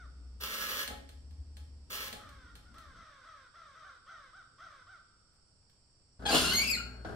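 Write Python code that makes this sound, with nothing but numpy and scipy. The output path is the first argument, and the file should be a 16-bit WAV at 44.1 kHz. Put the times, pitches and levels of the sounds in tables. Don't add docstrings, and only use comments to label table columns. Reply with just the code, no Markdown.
import sys
import numpy as np
from scipy import signal
from scipy.fft import rfft, irfft
from scipy.io import wavfile
from scipy.ndimage import uniform_filter1d

SR = 44100
rng = np.random.default_rng(int(sys.argv[2]) if len(sys.argv) > 2 else 0)


def log_audio(samples):
    frames = np.atleast_2d(samples).T
    limited = np.clip(frames, -1, 1)
    pcm = np.round(limited * 32767).astype(np.int16)
    wavfile.write(sys.argv[1], SR, pcm)


N = 315315
TIME = np.arange(N) / SR
EDGE_HZ = 15750


def amp(db):
    return 10 ** (np.asarray(db) / 20)


def evened(x):
    return x / np.sqrt(np.mean(x ** 2) + 1e-20)


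def unit(x):
    return x / np.linalg.norm(x, axis=-1, keepdims=True)


def read(points, hz):
    f, value = np.transpose(points)
    return np.interp(np.log(hz + 1), np.log(f + 1), value)


def level(rows, axis=1):
    rows = np.array(rows)
    return amp(np.interp(TIME, rows[:, 0], rows[:, axis], left=-150, right=-150))


def ramp(start, rise_s):
    return np.clip((TIME - start) / rise_s, 0, 1)


def since(start):
    return np.maximum(TIME - start, 0)


def drift(cutoff_hz, size=N):
    spectrum = rfft(rng.standard_normal(size))
    lowpass = 1 + (np.fft.rfftfreq(size, 1 / SR) / cutoff_hz) ** 4
    return evened(irfft(spectrum / lowpass, size))


def through(x, response):
    return signal.oaconvolve(np.atleast_2d(x), np.atleast_2d(response), axes=1)[:, :N]


def colour(x, spectrum):
    hz = abs(np.fft.fftfreq(4096, 1 / SR))
    log_gain = np.log(amp(np.maximum(read(spectrum, hz), -100)))
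    response = np.fft.ifft(np.exp(np.conj(signal.hilbert(log_gain)))).real
    return through(x, response)


# frequency in Hz, left-right likeness from -1 to 1.
LIKENESS = [(60, 0.91), (200, 0.81), (600, 0.63), (1300, 0.35), (3000, -0.14), (10000, 0.32)]


def diffuse(size):
    a, b = rfft(rng.standard_normal((2, size)))
    alike = np.clip(read(LIKENESS, np.fft.rfftfreq(size, 1 / SR)), -1, 1)
    mid = a * np.sqrt((1 + alike) / 2)
    side = b * np.sqrt((1 - alike) / 2)
    return irfft(np.array([mid + side, mid - side]), size)


def burst(ring_s):
    decay = amp(-60 * TIME[:4096] / ring_s)
    z = rfft(diffuse(size=4096) * decay)
    even = z / np.sqrt(uniform_filter1d(abs(z) ** 2, size=5) + 1e-12)
    return unit(irfft(even) * np.sqrt(decay))


def ringing(x, modes, ring_db):
    t = TIME[:SR]
    ring = 0
    for hz, db, t60 in modes:
        phase = rng.uniform(-0.43, 1, (2, 1)) * min(hz / 700, np.pi)
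        ring = ring + amp(db) * unit(amp(-60 * t / t60) * np.sin(2 * np.pi * hz * t + phase))
    return x + amp(ring_db) * through(x, unit(ring))


# frequency in Hz, t60 in seconds before any stretch.
ROOM_DECAY = [(100, 1), (500, 0.41), (2000, 0.5), (5000, 0.41), (10000, 0.38), (16000, 0.27)]


def room(x, wet_db, longer=1):
    hz, t, z = signal.stft(diffuse(size=2 * SR), SR, nperseg=256)
    decay = amp(-60 * t / (longer * read(ROOM_DECAY, hz)[:, None]))
    tail = signal.istft(z * decay, SR, nperseg=256)[1]
    tail *= np.clip(TIME[:tail.shape[1]] / 0.0031, 0, 1)
    return (x + amp(wet_db) * through(x, unit(tail))) / np.sqrt(1 + amp(wet_db) ** 2)


def grains(per_s, spread_db):
    size = amp(spread_db * np.minimum(rng.exponential(1, N), 3)) * rng.choice([-1, 1], N)
    return evened(size * (rng.random(N) < per_s / SR))


def blows(rows, axis=1):
    rows, train = np.array(rows), np.zeros(N)
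    train[np.round(rows[:, 0] * SR).astype(int)] = amp(rows[:, axis])
    return train


# time in seconds, centre pitch in Hz, relative level in dB.
DRONE_PATH = [(0.0, 62.4, -52), (0.45, 62.75, -52), (0.54, 57.24, -69), (1.32, 73.4, -47.5),
              (1.77, 73.3, -47.5), (1.98, 57.46, -67), (2.16, 55.7, -61.5), (2.58, 71.1, -63),
              (2.76, 60.3, -70), (3.02, 56.6, -70)]
# frequency in Hz, relative level in dB.
RUMBLE_COLOUR = [(15, -16), (35, -7), (55, 4.5), (85, -3.5), (130, -13), (230, -15), (275, -12.5),
                 (330, -21), (700, -30), (1500, -38), (4000, -40), (12000, -54), (14000, -92)]
# frequency in Hz, relative level in dB.
HUM_TONES = [(59.2, -48.5), (118.4, -57.5), (393, -67.5)]
# frequency in Hz, relative level in dB.
AIR_COLOUR = [(15, -3), (35, -0.5), (100, -2.5), (200, -13.5), (500, -19.5), (950, -24), (1450, -25),
              (1800, -30.5), (3000, -29.5), (9000, -48), (12000, -70)]
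# frequency in Hz, relative level in dB.
HISS_COLOUR = [(3900, -28), (4550, -2), (5150, -5), (5600, 0), (5950, -24), (6650, -25), (7200, -10),
               (8100, -5), (8750, -12), (9400, -36), (11000, -65)]
DRONE_DB, RUMBLE_DB, RUMBLE_UNTIL_S = -0.5, -58, 3.03


def background(hum_from=6.19):
    s, path_hz, _ = np.transpose(DRONE_PATH)
    drone_hz = np.interp(TIME, s, path_hz) * (1 + 0.009 * drift(9.3))
    phase = 2 * np.pi * np.cumsum(drone_hz) / SR
    drone = np.sqrt(2) * np.sin(phase) * level(DRONE_PATH, axis=2) * amp(DRONE_DB + 4.2 * drift(12))
    rumble = evened(colour(diffuse(N), RUMBLE_COLOUR)) * amp(RUMBLE_DB) * (1 - ramp(RUMBLE_UNTIL_S, .02))
    tones = sum(amp(db) * np.sin(2 * np.pi * hz * TIME) for hz, db in HUM_TONES)
    hum = np.sqrt(2) * tones * ramp(hum_from, 0.0041)
    air = amp(-69) * evened(colour(diffuse(N), AIR_COLOUR)) * amp(0.3 * drift(1.8))
    hiss = evened(colour(rng.standard_normal((2, N)), HISS_COLOUR)) * amp([[-73.3], [-69.3]])
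    return (drone + rumble + hum) * amp([[.7], [-.7]]) + air + hiss


# start in seconds, length in seconds, top pitch in Hz before flutter, relative level in dB.
BIRD_CALLS = [(-.06, .13, 756, -56.5), (2.161, .38, 641.4, -60), (2.63, 0.19, 733, -67),
              (2.73, 0.25, 672, -58), (2.937, 0.34, 677, -58.5), (3.229, .26, 665, -58),
              (3.527, .26, 686.5, -58), (3.731, 0.26, 662, -58.5), (3.818, 0.11, 781, -55.5),
              (4.052, 0.27, 685.3, -57.5), (4.068, .115, 787, -56.5), (4.326, .11, 788.5, -55.5),
              (4.571, 0.27, 686.5, -57.5), (4.594, 0.1, 779, -55), (4.863, 0.13, 774, -56.5)]
# frequency in Hz, relative level in dB.
THROAT_COLOUR = [(450, -15.5), (700, -14.5), (900, -14), (1150, -0.5), (1450, 3), (1750, -6), (2100, -9),
                 (2700, -18.5), (3700, -10.5), (4600, -20), (6000, -13.5), (7500, -39)]
# frequency in Hz, relative level in dB.
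YARD_COLOUR = [(500, -21.5), (1100, 4), (1450, -0.5), (1900, -4), (3600, 7), (6000, -27)]
YELP_SAG = .305
HOARSE_FROM_S, HOARSE_PER_S = 0.072, 3.01
BEAK_SHUT, BEAK_OPEN_S = 0.85, 0.068


def birds(rise_s=.052, scoop=0.36, fade_db=7, flutter=0.0214, rasp=0.6, shimmer_db=3, purity=0.41):
    out, partials = np.zeros(N), np.arange(1, 10)[:, None]
    upper = partials > 2
    for start, length, top_hz, db in BIRD_CALLS:
        t = np.arange(0, length, 1 / SR)
        hoarse = np.clip(HOARSE_PER_S * (length - HOARSE_FROM_S), 0, 1)
        wobble = drift(129.0, size=10 * len(t)).reshape(10, -1)
        before = np.maximum(1 - t / rise_s, 0)
        after = np.maximum((t - rise_s) / (length - rise_s), 0)
        sag = after ** (1.5 if top_hz > 710 else .95)
        glide_hz = top_hz * (1 - scoop * before ** 2 - YELP_SAG * sag)
        hz = glide_hz * (1 + flutter * (0.33 + hoarse) * wobble[0])
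        phase = 2 * np.pi * np.cumsum(hz) / SR
        beak = np.interp(t, [0, BEAK_OPEN_S], [BEAK_SHUT, 1])
        throat_db = read(THROAT_COLOUR, partials * hz / np.where(upper, beak, 1))
        contrast = 1.225 + purity * (1 - hoarse)
        partial_db = throat_db * contrast + shimmer_db * wobble[1:] * upper
        voice = evened((amp(partial_db + 8.2 * (partials == 1)) * np.sin(partials * phase)).sum(0))
        noise = evened(colour(rng.standard_normal(len(t)), THROAT_COLOUR)[0, :len(t)])
        swell = amp(db - 4.3 * before - fade_db * (after - 0.4372)) * signal.windows.tukey(len(t), .15)
        call = (voice + rasp * (0.22 + hoarse) * noise) * swell
        out += np.interp(TIME, start + t, call, left=0, right=0)
    outdoors = room(colour(out, YARD_COLOUR), wet_db=12, longer=3.77)
    return amp(-0.9) * room(out, wet_db=-3.5, longer=1.0) + amp(-11.0) * outdoors


GRIP_S, LET_GO_DB_PER_S, WRIST_ARCH_DB = .009, 330, 1.5
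WHEEL_TURN_S, WHEEL_BIND_DB = .089, 1.5


def turn(start, length, db, swell):
    along = ramp(start, length)
    arch_db = WRIST_ARCH_DB * (np.sin(np.pi * along) - .5) + swell * length * (along - .5)
    ripple_db = -WHEEL_BIND_DB * np.cos(2 * np.pi * along * length / WHEEL_TURN_S)
    release_db = -LET_GO_DB_PER_S * since(start + length)
    return ramp(start, GRIP_S) * amp(db + arch_db + ripple_db + release_db)


# start in seconds, length in seconds, relative level in dB, swell in dB per second.
KNOB_TURNS = [(.400, .432, -37.5, 8), (1.898, .183, -39.5, -12)]
# frequency in Hz, relative level in dB.
GEAR_COLOUR = [(100, -30), (200, -13.5), (380, -11.5), (560, -4.5), (720, -15), (1000, -4.5), (1350, -1.5),
               (1650, 1.5), (2200, -2.5), (3200, -0.5), (4300, -4), (6500, -7), (10500, -11.5),
               (13000, -8.5), (15800, -6.5)]
# frequency in Hz, relative level in dB, t60 in seconds.
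CASE_MODES = [(273.3, 0.5, 0.47), (437, -12.5, 0.15), (556, -4, 0.29), (842, 0, 0.29), (1325, -2.5, 0.06),
              (1680, -5, 0.068), (1856, -8, 0.5), (3125, -3, 0.038), (3600, -23, 0.054), (4305, 1, 0.022)]


def winding(teeth_per_s=225, tooth_share=0.21):
    effort = sum(turn(*row) for row in KNOB_TURNS) + 1e-8
    speed = teeth_per_s * (effort / effort.max()) ** .3 * (1 + .08 * drift(30))
    ticks = np.diff(np.floor(np.cumsum(speed) / SR), prepend=0)
    teeth = evened(ticks * amp(4.1 * drift(420)) / np.sqrt(speed))
    share = np.clip(tooth_share, 0, 1)
    drive = np.sqrt(share) * teeth + np.sqrt(1 - share) * grains(2200, spread_db=0.5)
    whirr = evened(colour(through(drive, burst(ring_s=0.013)), GEAR_COLOUR))
    cased = ringing(whirr * effort, CASE_MODES, ring_db=-13.0)
    return room(cased, wet_db=-5.0) * amp([[-.2], [.2]])


# time in seconds, relative snap level in dB, relative thud level in dB.
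KNOB_CLICKS = [(.877, -14, -23), (.90, -44, -19), (1.091, -30, -37.5), (1.309, -42.5, -46),
               (1.569, -30, -39.5), (2.075, -25, -30), (2.128, -17.5, -21.5), (2.291, -33.5, -55),
               (2.554, -29, -42), (2.743, -41, -43), (2.783, -32, -55), (5.334, -52.5, -58.5),
               (5.697, -45.5, -59)]
# frequency in Hz, relative level in dB.
SNAP_COLOUR = [(300, -40), (1500, -1.5), (2300, -6), (3300, -4), (4300, -3.5), (5500, -11.5), (8500, -8.5),
               (13000, -16), (16000, -22)]
# frequency in Hz, relative level in dB.
THUD_COLOUR = [(25, -12), (60, -4), (110, -6), (250, -1), (450, -1.5), (700, 5), (1000, -9.5), (1400, -3),
               (2200, -19.5), (5000, -20), (15000, -62)]


def knob_clicks():
    snap = through(blows(KNOB_CLICKS), unit(colour(burst(ring_s=0.056), SNAP_COLOUR)))
    thud = through(blows(KNOB_CLICKS, axis=2), unit(colour(burst(ring_s=0.095), THUD_COLOUR)))
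    return amp(2) * room(ringing(snap + thud, CASE_MODES, ring_db=-10.0), wet_db=0.0)


# start in seconds, length in seconds, first, middle and last pitch in Hz
# before jitter, relative level in dB, roughness from 0 to 1.
HINGE_SQUEAKS = [(6.251, 0.066, 858, 810.6, 787, -34.5, 0.44), (6.306, .082, 1344, 1423, 1483, -30.5, 0.67),
                 (6.434, .115, 1392, 1423, 1564, -35, 0.37), (6.53, .106, 2093, 2181, 2418, -32, 0.11),
                 (6.629, .066, 2748, 2675, 2615, -36, 0.23), (6.672, .09, 2345, 2380, 1788, -34.5, 0.21),
                 (6.765, 0.053, 1442, 1415, 1345, -40, 0.14)]
# frequency in Hz, relative level in dB.
HINGE_COLOUR = [(800, 1), (1450, -3), (2200, -4.5), (2700, 8), (3400, 1.5), (4400, 2.5), (6300, -9.5),
                (8700, -10), (11000, -20.5), (13000, -14), (15500, -42)]
SQUEAK_EDGE_S = 0.009


def squeal(chatter_db=5, jitter=0.041, rasp=0.63, slows_at=6.72, easing_db=7, slowing_db=4, surge_db=1):
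    out, partials = np.zeros(N), np.arange(1, 11)[:, None]
    for start, length, first_hz, middle_hz, last_hz, db, rough in HINGE_SQUEAKS:
        t = np.arange(0, length, 1 / SR)
        count = len(t)
        curve = np.polyfit([0, .5, 1], [first_hz, middle_hz, last_hz], 2)
        glide = np.polyval(curve, t / length)
        fast_slips = jitter * rough * drift(490, size=8192)[:count]
        slow_slips = 0.0142 * drift(70.6, size=8192)[:count]
        hz = glide * (1 + fast_slips + slow_slips)
        phase = 2 * np.pi * np.cumsum(hz) / SR
        chatter = np.array([drift(33, size=8192)[:count] for _ in partials])
        easing = np.clip((start + t - slows_at) / 0.041, 0, 1)
        partial_db = read(HINGE_COLOUR, partials * hz) + chatter_db * chatter
        partial_db = partial_db - easing_db * easing * np.log2(partials)
        weights = amp(partial_db) * (partials * hz < EDGE_HZ)
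        balanced = unit(weights.T).T
        grip = 1 + rasp * np.sqrt(abs(rough)) * drift(320, size=8192)[:count]
        squeak = evened(grip * (balanced * np.sin(partials * phase)).sum(0))
        edges = np.minimum(np.minimum(t, length - t) / SQUEAK_EDGE_S, 1)
        swell = amp(db - slowing_db * easing + surge_db * drift(30, size=8192)[:count]) * edges
        out += np.interp(TIME, start + t, squeak * swell, left=0, right=0)
    return through(out, burst(ring_s=0.013)) * amp(4.0)


SWING_FROM_S, SWING_PEAK_S, SWING_REST_S = 6.252, 6.352, 6.70
SCRAPE_DB, SCRAPE_RISE_DB_PER_S, SCRAPE_FALL_DB_PER_S, BRAKE_DB_PER_S = -26.5, 215, 64, 200


def swing():
    early = np.maximum(SWING_PEAK_S - TIME, 0)
    coast_db = -SCRAPE_FALL_DB_PER_S * since(SWING_PEAK_S)
    brake_db = -BRAKE_DB_PER_S * since(SWING_REST_S)
    db = SCRAPE_DB - SCRAPE_RISE_DB_PER_S * early + coast_db + brake_db
    return ramp(SWING_FROM_S, 0.019) * amp(db)


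# time in seconds, relative thud level in dB, relative level in dB of the rattle it shakes loose.
DOOR_KNOCKS = [(6.194, -29, -49.5), (6.222, -20.5, -47), (6.255, -12, -41.5), (6.303, -2.5, -48),
               (6.328, 1, -45), (6.340, 1.5, -53), (6.347, 1, -53), (6.360, -2, -48), (6.415, -7, -36),
               (6.579, -18, -45), (7.048, -12, -42), (7.092, -17.5, -50)]
RATTLE_RISE_S, RATTLE_FALL_DB_PER_S, RATTLE_REST_DB = 0.0094, 62, -55.5


def shaking():
    jolts = [ramp(s, RATTLE_RISE_S) * amp(db - RATTLE_FALL_DB_PER_S * since(s)) for s, _, db in DOOR_KNOCKS]
    rest = amp(RATTLE_REST_DB) * ramp(SWING_FROM_S, RATTLE_RISE_S)
    return np.linalg.norm(jolts + [rest], axis=0)


# frequency in Hz, relative level in dB, t60 in seconds.
DOOR_MODES = [(190, -25, 1), (258, -10, .4), (392, 1.5, 0.44), (665, -5.5, 0.24), (1354, -4, 0.51),
              (1393, -19, 0.13), (2154, 2, 0.31), (2250, 5.5, 0.19), (2666, 2, 0.25), (2604, -1, 0.15),
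              (2870, -28, 0.17), (3080, -1, 0.37), (3930, -11, 0.39), (4100, -15, 0.28), (4360, -3, 0.82),
              (4530, -9, 0.22)]
# frequency in Hz, relative level in dB.
RATTLE_COLOUR = [(35, -14), (60, 2.5), (120, -0.5), (190, 5), (300, -5.5), (400, -2.5), (700, -6),
                 (1000, -14), (1500, -4.5), (2100, -26), (4000, -54)]
# frequency in Hz, relative level in dB.
SCRAPE_COLOUR = [(590, -53), (1000, -6), (1460, -18), (2050, -13), (2890, -9.5), (3360, -6), (4380, -9.5),
                 (4810, -11), (10900, -18), (12500, -22.5), (15800, -28)]


def door(chafe_db=-21):
    shake = shaking()
    knocks = amp(-0.6) * through(blows(DOOR_KNOCKS), unit(colour(burst(ring_s=0.13), THUD_COLOUR)))
    loose = through(grains(500, spread_db=0), burst(ring_s=0.047))
    rattle = evened(colour(loose, RATTLE_COLOUR)) * shake
    rub = through(grains(2500, spread_db=0.0), burst(ring_s=0.013))
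    scrape = evened(colour(rub, SCRAPE_COLOUR)) * (swing() + amp(chafe_db) * shake)
    rung = ringing(knocks + rattle + scrape + squeal(), DOOR_MODES, ring_db=-19.0)
    return room(rung, wet_db=-4) * amp([[1.2], [-1.2]])


def scene():
    return background() + birds() + winding() + knob_clicks() + door()


def record(dry):
    lowpass = signal.firwin(511, EDGE_HZ, window=("kaiser", 9), fs=SR)
    return signal.oaconvolve(dry, lowpass[None], "same")


dry = scene()
out = record(dry)
log_audio(out)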